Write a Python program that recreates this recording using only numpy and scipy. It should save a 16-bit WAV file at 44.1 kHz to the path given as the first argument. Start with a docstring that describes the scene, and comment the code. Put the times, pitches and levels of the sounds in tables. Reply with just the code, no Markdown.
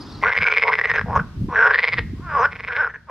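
"""Water frogs call at a pond's edge: click trains from the larynx ring the vocal sacs.
Packed tight, the clicks make a rising growl; spaced in short groups, a rattle.
Small birds chirp far off, clearest just before the frogs cut in.
Water, reeds and banks scatter the calls. Wind buffets the microphone over a faint outdoor hiss."""
import sys
import numpy as np
from scipy import signal
from scipy.fft import rfft, irfft
from scipy.io import wavfile
from scipy.ndimage import uniform_filter1d, minimum_filter1d

SR = 44100
rng = np.random.default_rng(int(sys.argv[2]) if len(sys.argv) > 2 else 0)


def dump_mix(stems):
    """Bounce the given channels to the path in sys.argv[1] as a 16-bit WAV at rate SR."""
    frames = np.atleast_2d(stems).T  # one column per channel
    limited = np.clip(frames, -1, 1)  # hard clip at full scale
    pcm = np.round(limited * 32767).astype(np.int16)
    wavfile.write(sys.argv[1], SR, pcm)


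N = 136710
T = np.arange(N) / SR
FROGS_IN_S = .224

# thin high mode of the sac: t/s, f/Hz
HIGH_MODE = [(.25, 5590), (.36, 4890), (1.0, 5065), (1.55, 5600), (1.76, 4730), (2.0, 4690), (2.5, 5100)]
# growl and quack spectrum: f/Hz, gain/dB
GROWL_EQ = [(330, -31), (440, 9), (700, -1.5), (1100, 5), (1270, -3.5), (1450, 5.5), (2200, 2), (5600, -9),
            (7200, -24), (12000, -16.5), (14000, -32)]


def sac(clicks, hz, width_hz, high_hz, high_db, rough=1, rasp_s=.0019, rasp_db=-20.5):
    """Clicks, each trailed by rasp, ring the vocal sac and its thin high mode; both may glide."""
    rasp_envelope = signal.lfilter([1], [1, -np.exp(-1 / (rasp_s * SR))], clicks)
    drive = clicks + rough * amp(rasp_db) * rasp_envelope * rng.standard_normal(len(clicks))
    return mode(drive, hz, width_hz) + amp(high_db) * mode(drive, high_hz, width_hz=178)


def growl(curve, high_mode, high_db, jitter=.059, shimmer_db=3):
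    """A fast click train rings the sac; slower is rougher. Returns start/s, sound."""
    times_s, db, sac_hz, rate_hz = np.transpose(curve)
    t = times_s[0] + np.arange(SR // 2) / SR
    rate_hz = np.interp(t, times_s, rate_hz)
    rough = np.interp(rate_hz, [230, 310], [1, .4])
    waver, shimmer = rng.standard_normal((2, len(t)))
    waver = unit(uniform_filter1d(waver, size=200))
    cycles = np.cumsum(rate_hz * np.exp(jitter * rough * waver)) / SR
    clicks = np.diff(np.floor(cycles), prepend=-1) * (t < times_s[-1])
    clicks *= amp(np.interp(t, times_s, db) + shimmer_db * rough * shimmer)
    sound = sac(clicks, np.interp(t, times_s, sac_hz), width_hz=170,
                high_hz=track(high_mode, t), high_db=high_db, rough=rough)
    return times_s[0], sound


def growls():
    """Long croaks, most swelling and rising in pitch."""
    # one curve per growl: t/s, click level/dB, sac f/Hz, click rate/Hz
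    curves = [
        [(.226, -18.5, 930, 202), (.256, -12.5, 1400, 215), (.283, -11, 1550, 287), (.322, -27, 1650, 157)],
        [(.645, -20, 836, 142), (.70, -14, 1080, 262), (.713, -23, 1180, 224), (.724, -12.5, 1470, 237),
         (.742, -26, 1575, 214)],
        [(1.06, -30.5, 710, 255), (1.14, -15.5, 990, 147), (1.174, -6.5, 1130, 220), (1.186, -46, 1310, 220),
         (1.195, -10.5, 1460, 254), (1.22, -47, 1450, 168)],
        [(1.487, -33.5, 1000, 255), (1.527, -20, 1096, 240), (1.56, -15, 1600, 203), (1.632, -8.5, 1477, 237),
         (1.652, -12.5, 1430, 122), (1.668, -3.5, 1490, 252), (1.688, -15, 1540, 118), (1.706, -5, 1540, 249),
         (1.73, -24, 1675, 182)],
        [(2.15, -55.5, 1050, 239), (2.24, -37.5, 1250, 370), (2.305, -21.5, 1400, 314),
         (2.338, -19.5, 1250, 286), (2.357, -13, 1160, 286), (2.398, -13, 1060, 213), (2.428, -10.5, 1200, 264),
         (2.456, -9.5, 1520, 292), (2.475, -36.5, 1460, 410)],
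        [(2.68, -25, 1480, 261), (2.75, -22.5, 1620, 228), (2.80, -15, 1500, 312), (2.834, -16, 1533, 234),
         (2.875, -22.5, 1380, 140)],
        [(3.07, -48.5, 1190, 318), (3.1, -22.5, 1050, 253)],
    ]
    out = np.zeros(N)
    for curve in curves:
        add(out, *growl(curve, HIGH_MODE, high_db=-25))
    return colour(out, GROWL_EQ)


def rattle(notes, width_hz, upper_levels, lead_db=-3.5, run_up_s=.0052, run_up_db=-6.5):
    """Each note rings the sac with a faint run-up, a soft click, two strong ones and a straggler."""
    out = np.zeros(N)
    steps_back = np.arange(1, 4)
    for s, db, hz, lead_ms, middle_ms, last_ms, last_db in notes:
        click_s = np.r_[-run_up_s * steps_back, np.cumsum([0, lead_ms, middle_ms, last_ms]) / 1000]
        click_db = db + np.r_[lead_db + run_up_db * steps_back, lead_db, 0, 0, last_db]
        click_db -= .5 * rng.standard_normal(len(click_s))
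        clicks = np.zeros(SR // 10)
        clicks[((click_s - click_s.min()) * SR).astype(int)] = amp(click_db)
        upper = amp(track(upper_levels, s)) * mode(clicks, 2.22 * hz, width_hz=1500)
        note = sac(clicks, hz, width_hz, track(HIGH_MODE, s), high_db=-26) - upper
        add(out, s - lead_ms / 1000 + click_s.min(), note)
    return out


def rattles():
    """A near frog rattles twice, brighter the second time; a smaller one ticks quickly."""
    # first strong click t/s, level/dB, sac f/Hz, 3 click gaps/ms, last click re strong/dB
    near_notes = [ (.2372, -10.5, 2025, 6, 10.3, 20, -2), (.2841, -10.5, 2036, 6.5, 10, 10, -6.5),
                  (.3261, -10.5, 2074, 5.75, 7.6, 19.6, -5), (.3766, -7.5, 2160, 5.5, 10.4, 5.7, -29),
                  (.4235, -7, 2220, 7.2, 8.1, 9.9, -4), (.4734, -7, 2263, 6.46, 11.3, 18, -13),
                  (.5244, -6.5, 2345, 7.3, 13.8, 8.9, -7.5), (.5732, -4.5, 2186, 5.5, 9.3, 14.7, -9.5),
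                  (.6274, -6.5, 2153, 5.9, 8.7, 4.3, -17), (.6803, -7.5, 2120, 5.36, 7.5, 9.3, -11.5),
                  (.7314, -7.5, 2050, 6.7, 6.9, 15.7, -2), (.789, -10.5, 1930, 5, 7.3, 17, 4),
                  (.8492, -8, 1950, 5.4, 6.56, 4.3, -23.5), (.901, -10, 1855, 4.2, 5.4, 8.6, 3),
                  (.9595, -9.5, 1844, 5.1, 5.5, 7.5, -6), (.9839, -9, 1640, 4.9, 10, 18.8, -5),
                  (1.7441, -6, 1813, 6.8, 5.4, 7.9, -5.5), (1.7883, -7, 2000, 6.15, 5.6, 9.8, -7),
                  (1.8357, -8, 2060, 6.2, 6.1, 8.4, -1), (1.8824, -9, 2180, 6.5, 6.25, 9.5, -11),
                  (1.9347, -8.5, 2087, 5.9, 5.9, 6.9, -17), (1.9834, -10.5, 1933, 4.17, 3.76, 4.3, 2.5)]
    # smaller frog's notes: t/s, level/dB
    small_ticks = [(2.524, -21.5), (2.559, -23), (2.5993, -20), (2.6419, -19.5), (2.6805, -16.5),
                   (2.7259, -18), (2.7651, -14.5)]
    # its clicks: 3 gaps/ms, last click re strong/dB
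    small_pattern = (4.5, 6.5, 10.5, -27)
    # second sac resonance: t/s, gain/dB
    upper_levels = [(1.0, -35), (1.75, -7.5)]
    # rattle spectrum: f/Hz, gain/dB
    rattle_eq = [(300, -28), (440, 10), (700, -2.5), (1100, 5), (1300, 1), (2100, 2), (2700, -1),
                 (5000, 0.5), (7000, -25), (12000, -10), (13500, -24)]
    small_sac_hz = 2110
    small_notes = [(s, db, small_sac_hz, *small_pattern) for s, db in small_ticks]
    near = rattle(near_notes, width_hz=151, upper_levels=upper_levels)
    small = rattle(small_notes, width_hz=310, upper_levels=upper_levels[:1])
    return colour(near + small, rattle_eq)


def quacks(length_s=.028, rate_hz=210, sheen_hz=6140):
    """Frogs further off: brief buzzy growls on one pitch, with a high sheen."""
    # t/s, click level/dB, sac f/Hz
    notes = [(0.403, -23, 1570), (0.452, -20, 1524), (.499, -20.5, 1423), (0.345, -19, 1934),
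             (0.874, -20, 2000), (0.938, -14.5, 1930), (2.885, -30.5, 1740), (2.939, -30, 1740)]
    out = np.zeros(N)
    for s, db, hz in notes:
        curve = [(at, db, hz, rate_hz) for at in (s, s + length_s)]
        add(out, *growl(curve, [(s, sheen_hz)], high_db=-19))
    return colour(out, GROWL_EQ)


def birds(twitter_hz=4810, twitter_s=.03, twitter_db=-49.5, fall=.141, waver=.033, octave_db=-21):
    """Distant falling chirps with a faint octave, and a twitter before the frogs cut in."""
    # t/s, length/s, start f/Hz, end f/Hz, level/dB
    chirps = [(0, 0.029, 4970, 4940, -40), (0.143, 0.022, 4570, 3680, -43), (1.147, 0.041, 6960, 4850, -47),
              (2.382, 0.1, 6490, 4400, -47)]
    out = np.zeros(N)
    starts_s = rng.uniform(0, FROGS_IN_S - twitter_s, size=14)
    pitches_hz = twitter_hz * np.exp(.12 * rng.standard_normal(len(starts_s)))
    twitter = [(s, twitter_s, hz, hz * (1 - fall), twitter_db) for s, hz in zip(starts_s, pitches_hz)]
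    for s, length_s, start_hz, end_hz, db in chirps + twitter:
        progress = np.linspace(0, 1, int(length_s * SR))
        wobble = unit(uniform_filter1d(rng.standard_normal(SR // 2), size=60))[:len(progress)]
        hz = (start_hz + (end_hz - start_hz) * progress) * (1 + waver * wobble)
        phase = 2 * np.pi * np.cumsum(hz) / SR
        tone = np.sin(phase) + amp(octave_db) * np.sin(2 * phase)
        add(out, s, amp(db) * np.sin(np.pi * progress) * tone)
    return out


def off_axis(x, lag_s=22e-6):
    """Sound reaches the left microphone just after the right."""
    delay = np.exp(-2j * np.pi * np.fft.rfftfreq(N, 1 / SR) * lag_s)
    return np.array([irfft(rfft(x) * delay, N), x])


def banks(x, early_s=.022, early_db=-11, tail_t60_s=.55, tail_db=-20.5, side_db=-12.5):
    """Quick scatter from water and reeds, then a faint tail from the banks."""
    t = T[:SR // 2]
    early, tail = rng.standard_normal((2, 2, len(t)))
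    early *= np.exp(-t / early_s)
    tail *= amp(-60 * t / tail_t60_s)
    early *= amp(early_db) / np.linalg.norm(early[0])
    tail *= amp(tail_db) / np.linalg.norm(tail[0])
    mid, side = early + tail
    response = mid + amp(side_db) * side * np.array([[1], [-1]])
    return signal.fftconvolve(x[None], response, axes=1)[:, :N]


def wind(buffet_cycles=.8):
    """Gusty rumble on the microphone, with a few sharp buffets."""
    # t/s, level/dB
    gusts = [(0, -40.5), (.28, -37.5), (.35, -55), (.41, -30.5), (.47, -50.5), (.85, -44), (1.2, -24),
             (1.31, -39.5), (1.43, -21.5), (1.55, -40), (1.86, -51.5), (1.99, -27), (2.4, -39.5),
             (3.03, -52.5)]
    # f/Hz, relative level/dB
    rumble_spectrum = [(15, -32.5), (40, -5.5), (90, 2), (170, -3), (330, -16), (1200, -64.5)]
    # t/s, level/dB, f/Hz
    buffets = [(1.046, -17.5, 168), (1.087, -20.5, 147), (1.211, -17, 134), (1.424, -16, 176),
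               (1.445, -19, 205), (1.487, -19, 296), (2.137, -18.5, 247), (2.198, -26, 296)]
    thumps = np.zeros(N)
    t = np.arange(-SR // 20, SR // 20) / SR
    for s, db, hz in buffets:
        envelope = np.exp(-(t * hz / buffet_cycles) ** 2)
        add(thumps, s + t[0], -amp(db) * envelope * np.cos(2 * np.pi * hz * t))
    return stereo_noise(rumble_spectrum, side_db=-17.5) * amp(track(gusts, T)) + thumps


def air(pond_db=-56, bank_db=-39):
    """Faint outdoor hiss, louder before the frogs cut in, fading at the end."""
    # air over the pond: f/Hz, relative level/dB
    pond_spectrum = [(100, 2), (5000, -10.5), (7000, -20.5), (14000, -30.5)]
    # air at the bank: f/Hz, relative level/dB
    bank_spectrum = [(100, -13), (270, 5.5), (550, -15.5), (1150, -9.5), (2400, -28.5), (5000, -19),
                     (9000, -53)]
    # t/s, gain/dB
    pond_fade = [(2.3, 0), (3.05, -10)]
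    pond = stereo_noise(pond_spectrum, side_db=.5) * amp(pond_db + track(pond_fade, T))
    bank = stereo_noise(bank_spectrum, side_db=-14.5) * amp(bank_db) * (T < FROGS_IN_S)
    return pond + bank


def mode(x, hz, width_hz):
    """One decaying resonance that follows the pitch hz."""
    phasor = np.exp(2j * np.pi * np.cumsum(hz * np.ones(len(x))) / SR)
    pole = np.exp(-np.pi * width_hz / SR)
    return (phasor * signal.lfilter([1], [1, -pole], x / phasor)).imag


def colour(x, spectrum):
    """Minimum-phase filter with the given spectrum."""
    log_gain = np.log(gain_at(spectrum, abs(np.fft.fftfreq(4096, 1 / SR))))
    taps = np.fft.ifft(np.exp(np.conj(signal.hilbert(log_gain)))).real
    return signal.oaconvolve(x, taps[:len(taps) // 2])[:N]


def stereo_noise(spectrum, side_db):
    """Steady mid/side noise with the given spectrum."""
    gain = gain_at(spectrum, np.fft.rfftfreq(N, 1 / SR))
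    mid, side = (unit(irfft(rfft(white) * gain, N)) for white in rng.standard_normal((2, N)))
    return mid + amp(side_db) * side * np.array([[1], [-1]])


def gain_at(spectrum, hz):
    """Linear gain from (f/Hz, gain/dB) points on a log-frequency axis."""
    points_hz, db = np.transpose(spectrum)
    return amp(np.interp(np.log(hz + 1), np.log(points_hz), db))


def track(points, t):
    """Interpolates (t/s, value) points."""
    return np.interp(t, *np.transpose(points))


def amp(db):
    """Decibels to gain."""
    return 10 ** (np.asarray(db) / 20)


def unit(x):
    """Scales to rms 1."""
    return x / np.sqrt(np.mean(x ** 2) + 1e-20)


def add(mix, s, sound):
    """Mixes a sound in at time s."""
    part = mix[max(round(s * SR), 0):][:len(sound)]
    part += sound[:len(part)]


def scene():
    """Frogs and birds almost straight ahead, wind and air all round."""
    calls = rattles() + growls() + quacks() + birds()
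    return off_axis(calls) + banks(calls) + wind() + air()


def record(dry):
    """Quick peak limiter, then the recorder's band limit."""
    ceiling, cutoff_hz = .72, 15500
    gain = np.minimum(1, ceiling / (abs(dry).max(0) + 1e-9))
    held = minimum_filter1d(gain, 161)
    limited = dry * uniform_filter1d(uniform_filter1d(held, 81), 81)
    lowpass = signal.firwin(511, cutoff_hz, window=("kaiser", 9), fs=SR)
    return signal.oaconvolve(limited, lowpass[None], "same")


dry = scene()
out = record(dry)
dump_mix(out)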